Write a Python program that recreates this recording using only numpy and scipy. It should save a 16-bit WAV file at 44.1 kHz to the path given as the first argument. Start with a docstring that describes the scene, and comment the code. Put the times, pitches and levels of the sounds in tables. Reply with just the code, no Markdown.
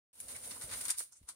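"""A dog and her puppies shift on newspaper in a wicker basket, close to a phone in a small room.
After a moment of silence, sheets slide with a fine crackle and bodies rumble over the padded floor.
Paws thud and crumple the paper; its creases snap, loudest at 0.9 s. Then the sliding falls away,
leaving a few last crumples, rasps, small knocks and thuds. Throughout, the room gives the paper
a short tail and the microphone ports ring in the high treble."""
import sys
import numpy as np
from scipy import signal
from scipy.fft import rfft, irfft
from scipy.io import wavfile
from scipy.ndimage import uniform_filter1d

SR = 44100
rng = np.random.default_rng(int(sys.argv[2]) if len(sys.argv) > 2 else 0)


def unload_audio(sound):
    """Save the sound as a 16-bit wav file, at the path given as the first command line argument."""
    columns = np.transpose(np.atleast_2d(sound))
    # keep every value between -1 and 1, then stretch to whole-number steps
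    steps = np.round(np.clip(columns, -1, 1) * 32767)
    wavfile.write(sys.argv[1], SR, steps.astype(np.int16))


N = 59535
TIME_S = np.arange(N) / SR
BIN_HZ = np.fft.rfftfreq(N, 1 / SR)


def undb(db):
    """Decibels to gain."""
    return 10 ** (np.asarray(db) / 20)


def unit(x):
    """Scale to rms 1."""
    return x / np.sqrt(np.mean(x ** 2))


def fader(points):
    """Gain riding through (time_s, level_db) points."""
    return undb(np.interp(TIME_S, *np.array(points).T))


def swell(peak_s, rise_s, decay_s):
    """Exponential rise to a peak, then exponential decay."""
    t = TIME_S - peak_s
    return np.exp(np.minimum(t / rise_s, -t / decay_s))


def pan(db):
    """Left and right gains, the left louder by db."""
    return undb(np.array([[db], [-db]]) / 2)


def equalise(x, points):
    """Minimum-phase EQ of unit power through (freq_hz, gain_db) points."""
    hz, db = np.array(points).T
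    log_hz = np.log(np.fft.rfftfreq(2 * N, 1 / SR) + 1)
    gain = unit(undb(np.interp(log_hz, np.log(hz), db)))
    cepstrum = irfft(np.log(gain))[:N]
    cepstrum[1:] *= 2
    return irfft(rfft(x, 2 * N) * np.exp(rfft(cepstrum, 2 * N)))[..., :N]


def band(x, centre_hz, width_hz, order=1):
    """Band-pass of gain 1 at the centre."""
    low = np.hypot(centre_hz, width_hz / 2) - width_hz / 2
    return signal.sosfilt(signal.butter(order, [low, low + width_hz], "band", fs=SR, output="sos"), x)


def soften(x, top_hz):
    """Gentle low-pass: softer folds give less of the highest treble."""
    return signal.sosfilt(signal.butter(2, top_hz, fs=SR, output="sos"), x + 1e-18)


APART_HZ, LEFT_LEAD_S = 1190, 0.00012
def mic_pair(pair):
    """Two unrelated signals become stereo: alike in the bass, apart in the treble, left just ahead."""
    angle = np.pi / 4 * np.minimum(0.23 + 0.87 * BIN_HZ / (BIN_HZ + APART_HZ), 1)
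    mid, side = rfft(pair) * np.array([np.cos(angle), np.sin(angle)])
    right_delay = np.exp(-2j * np.pi * BIN_HZ * LEFT_LEAD_S)
    return irfft(np.array([mid + side, (mid - side) * right_delay]), N)


def stereo_noise():
    """White noise spread across the two microphone ports."""
    return mic_pair(rng.standard_normal((2, N)))


# EQ of the quiet room: freq_hz, gain_db
ROOM_TONE_EQ = [(25, -14), (80, 2), (300, -11), (1000, -17), (4000, -10.5), (16000, -40)]
def room_tone(level_db=-80.5):
    """A faint, steady bed of bass-heavy noise."""
    return undb(level_db) * equalise(stereo_noise(), ROOM_TONE_EQ)


# Fader ride of the dragging: time_s, level_db
DRAG_FADER = [(.13, -92), (.19, -72), (.24, -67.5), (.32, -59.5), (.41, -65), (.50, -58.5), (.59, -63.5),
              (.68, -59.5), (.75, -57), (.83, -63), (.89, -65), (.93, -85), (1.04, -78.5), (1.10, -95),
              (1.35, -77.5)]
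# EQ of the padded floor: freq_hz, gain_db
DRAG_EQ = [(25, -35), (50, -8), (95, 4), (160, -8.5), (230, -1), (380, -8), (510, 0), (750, -9),
           (1500, -16.5), (4000, -52)]
def basket_rumble():
    """Bodies drag over the padded floor with a low rumble."""
    return equalise(stereo_noise(), DRAG_EQ) * fader(DRAG_FADER)


# Paws landing: start_s, pitch_hz, decay_s, level_db
PAW_THUDS = [(0.247, 60, 0.025, -59.5), (0.636, 119, 0.0089, -43.5), (0.643, 51, 0.026, -52),
             (.745, 69, .02, -50.5), (.812, 85, 0.012, -57), (.945, 70.4, .012, -64),
             (1.032, 85, 0.0085, -67), (1.21, 81.5, 0.0097, -51.5), (1.236, 59.4, 0.01, -51)]
def paw_thuds(rise_s=0.0034):
    """Each paw knocks the basket floor into a low, quickly damped tone."""
    out = 0
    for start_s, pitch_hz, decay_s, level_db in PAW_THUDS:
        t = np.maximum(TIME_S - start_s, 0)
        envelope = (1 - np.exp(-t / rise_s)) * np.exp(-t / decay_s)
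        out = out - undb(level_db) * np.sin(2 * np.pi * pitch_hz * t) * envelope
    return out


def crackle(grains_per_s=2300, spread_db=3.5, max_spreads=3.42, hiss_db=-4):
    """Paper fibres catch and let go: dense clicks of uneven size over a fine hiss."""
    hits = rng.random((2, N)) < grains_per_s / SR
    size = undb(spread_db * np.minimum(rng.exponential(size=(2, N)), max_spreads))
    polarity = np.sign(rng.standard_normal((2, N)))
    hiss = undb(hiss_db) * rng.standard_normal((2, N))
    return unit(mic_pair(unit(hits * size * polarity) + hiss))


# Fader ride of the sliding: time_s, level_db
SLIDE_FADER = [(.13, -72.5), (.16, -67.5), (.22, -57.5), (.275, -61), (.31, -54.5), (.37, -57),
               (.42, -59.5), (.46, -51.5), (.53, -56), (.59, -57), (.65, -53), (.69, -57.5), (.77, -50.5),
               (.87, -51.5), (.95, -72), (1.03, -74), (1.08, -79.5), (1.35, -78)]
# EQ of paper on paper: freq_hz, gain_db
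SLIDE_EQ = [(150, -28), (500, -3), (1000, 0), (2000, -1), (4000, 0.5), (7000, 2), (10000, 3.5), (13000, 1),
            (16000, -2)]
def sliding_sheets(catch_db=1.3):
    """Sheets rub over each other, catching unevenly so the level flutters."""
    catch = unit(uniform_filter1d(rng.standard_normal(N), size=300))
    return equalise(crackle() * fader(SLIDE_FADER) * undb(catch_db * catch), SLIDE_EQ)


# Rasps and knocks: peak_s, rise_s, decay_s, centre_hz, width_hz, level_db
RASPS_AND_KNOCKS = [(0.2027, 0.00037, 0.0016, 2450, 1800, -48.5), (0.2027, .0004, 0.0093, 10940, 1780, -47),
                    (0.351, 0.00088, 0.011, 2260, 930, -53.5), (0.365, 0.0036, 0.0055, 2220, 895, -64),
                    (.511, .001, 0.0069, 4400, 1500, -48), (.567, 0.0033, 0.012, 1100, 550, -54.5),
                    (1.01, 0.0065, 0.0059, 470, 390, -57), (1.007, 0.0068, 0.0064, 1460, 1300, -50),
                    (1.126, 0.0033, 0.0065, 1120, 500, -64.5), (1.126, 0.0048, 0.017, 6340, 2200, -57.5),
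                    (1.169, 0.0088, 0.016, 7000, 2560, -66), (1.166, 0.017, 0.0089, 1700, 1840, -75),
                    (1.214, 0.0014, 0.011, 226, 159, -67.5), (1.293, 0.0083, 0.0093, 1185, 550, -55.5),
                    (1.290, 0.0068, 0.016, 310, 201, -69.5)]
def rasps_and_knocks():
    """Brief paper rasps and small low knocks, each a band of crackle."""
    clicks, out = crackle(), 0
    for peak_s, rise_s, decay_s, centre_hz, width_hz, level_db in RASPS_AND_KNOCKS:
        texture = unit(band(clicks, centre_hz, width_hz, order=2))
        out = out + texture * swell(peak_s, rise_s, decay_s) * undb(level_db)
    return out


# Paws pressing on paper: peak_s, rise_s, decay_s, crisp_db, body_db, pan_db, top_hz
PAW_PRESSES = [(0.284, .0015, 0.041, -50.5, -57, 1, 14000), (.362, .015, 0.014, -59, -54.5, -1, 12000),
               (.444, 0.014, 0.021, -52.5, -57.5, 2, 15000),
               (0.511, 0.0071, 0.037, -51, -53.5, -0.5, 10400),
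               (0.6127, .0006, 0.0065, -50, -48, -1.5, 13000), (.634, .010, 0.021, -55.5, -57.5, 1, 15000),
               (0.693, 0.0022, 0.021, -72, -54.5, 3, 12000), (0.715, 0.00073, 0.0075, -55, -59, 2, 13000),
               (0.734, 0.018, 0.024, -47, -46, 0, 12700), (0.813, 0.0044, 0.012, -45.5, -50.5, 1, 17000),
               (0.856, 0.0069, 0.013, -45.5, -51.5, -0.5, 14000),
               (0.8827, .0006, .003, -40.5, -49.5, 13, 15000),
               (0.897, 0.0072, 0.0042, -46.5, -45.5, -5.5, 10900),
               (0.9058, 0.0046, 0.01, -36, -43.5, 3, 11000), (0.945, 0.012, 0.02, -76, -57.5, -2, 12000),
               (0.983, 0.0098, 0.0061, -45, -74, -2.5, 16700),
               (0.993, 0.0035, 0.026, -41.5, -61, -1.5, 17000),
               (1.231, 0.0037, 0.0063, -72, -74.5, -2, 12100),
               (1.291, 0.006, 0.013, -45.5, -58.5, 3, 10000)]
# EQ of the crisp clicks: freq_hz, gain_db
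CRISP_EQ = [(500, -19.5), (2000, -17), (4000, -4), (6000, -2.5), (8000, -1.5), (10000, -1), (13000, -7.5),
            (16000, -3.5)]
# EQ of the sheet's hollow body: freq_hz, gain_db
BODY_EQ = [(200, -30), (650, -23), (950, -2), (1250, -2), (2000, 2.5), (2800, -4), (4000, -2), (8000, -13),
           (16000, -49)]
def crumpling_sheets():
    """Each press gives a flurry of crisp clicks and the hollower sound of the whole sheet."""
    clicks, crisp, body_envelope = crackle(), 0, 0
    for peak_s, rise_s, decay_s, crisp_db, body_db, pan_db, top_hz in PAW_PRESSES:
        press = swell(peak_s, rise_s, decay_s) * pan(pan_db)
        crisp = crisp + soften(clicks * press * undb(crisp_db), top_hz)
        body_envelope = body_envelope + press * undb(body_db)
    return equalise(crisp, CRISP_EQ) + equalise(crackle() * body_envelope, BODY_EQ)


BEND_S, BEND_HZ = .0016, 8955  # a bending wave of this pitch crosses the sheet in this time
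# Creases snapping through: start_s, level_db, pan_db, top_hz
CREASE_SNAPS = [(.2024, -44, 11, 16800), (.2113, -49, -7, 17000), (.2833, -52, 14, 12000),
                (.2931, -64, 8, 14000), (.3641, -42, 5, 12000), (.6144, -49, 2, 13000),
                (.6219, -40.5, 3, 14000), (.7141, -45, -5, 14000), (.7361, -44, 1, 13000),
                (.7471, -52, 0, 13000), (.8119, -39, 8, 17000), (.8536, -34, 2, 14000),
                (.8825, -39, -7, 15000), (.8920, -36.5, 14, 12000), (.9030, -27, 1, 10600),
                (.9064, -24.5, 4, 10500), (.9126, -32, 0, 11300), (.9849, -35, 2, 14000),
                (.9921, -38, 0, 16600), (1.1241, -55.5, -7, 14000), (1.2891, -38.5, 3.5, 10200)]
# Bright EQ of a snap: freq_hz, gain_db
SNAP_EQ = [(500, -29), (1200, -7), (2500, -21.5), (5000, 3.5), (8000, 6.5), (11000, 3), (13000, 0.5),
           (16000, -3.5)]
def snapping_creases(grit_db=-6, grit_decay_s=0.001):
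    """Creases buckle: a click, smeared as treble outruns bass in the sheet, with a little grit."""
    dispersion = np.exp(-2j * np.pi * BEND_S * (2 * np.sqrt(BIN_HZ * BEND_HZ) - BIN_HZ))
    grit, out = undb(grit_db) * stereo_noise(), 0
    for start_s, level_db, pan_db, top_hz in CREASE_SNAPS:
        burst = swell(start_s, rise_s=.00005, decay_s=grit_decay_s)
        arrival_s = start_s + np.array([[0], [LEFT_LEAD_S * rng.uniform(0, 1.85)]])  # left, right
        delay = np.exp(-2j * np.pi * BIN_HZ * arrival_s)
        click = irfft(dispersion * delay, N) * np.linalg.norm(burst)  # same energy as the burst
        out = out + soften(click + grit * burst, top_hz) * undb(level_db) * pan(pan_db)
    return equalise(out, SNAP_EQ)


def reverb(x, early_db=-6.5, early_decay_s=.006, tail_db=-11, t60_s=0.18):
    """Quick reflections off the basket's sides, then the room's short tail."""
    t = np.arange(SR // 2) / SR
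    early, tail = rng.standard_normal((2, 2, len(t)))
    early = unit(early * np.exp(-t / early_decay_s) * (t > .001))
    tail = unit(tail * undb(-60 * t / t60_s) * (t > .006))
    response = (undb(early_db) * early + undb(tail_db) * tail) / np.sqrt(len(t))
    return x + signal.fftconvolve(x, response, axes=1)[:, :N]


def scene():
    """The mix: room tone, paper and small knocks with reflections, and the basket's dry low end."""
    rustle = sliding_sheets() + crumpling_sheets() + snapping_creases() + rasps_and_knocks()
    return room_tone() + reverb(rustle) + basket_rumble() + paw_thuds()


PORT_HZ, PORT_WIDTH_HZ, PORT_BOOST_DB = 9354, 980, 13.5
MIC_OPEN_S, HIGH_CUT_HZ = .13, 15750
def record(dry):
    """The microphone opens after a moment of silence; its ports ring in the treble; the top is cut."""
    ring = (undb(PORT_BOOST_DB) - 1) * band(dry, PORT_HZ, PORT_WIDTH_HZ)
    heard = (dry + ring) * (TIME_S > MIC_OPEN_S)
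    return signal.sosfilt(signal.ellip(10, .2, 80, HIGH_CUT_HZ, fs=SR, output="sos"), heard)


dry = scene()
out = record(dry)
unload_audio(out)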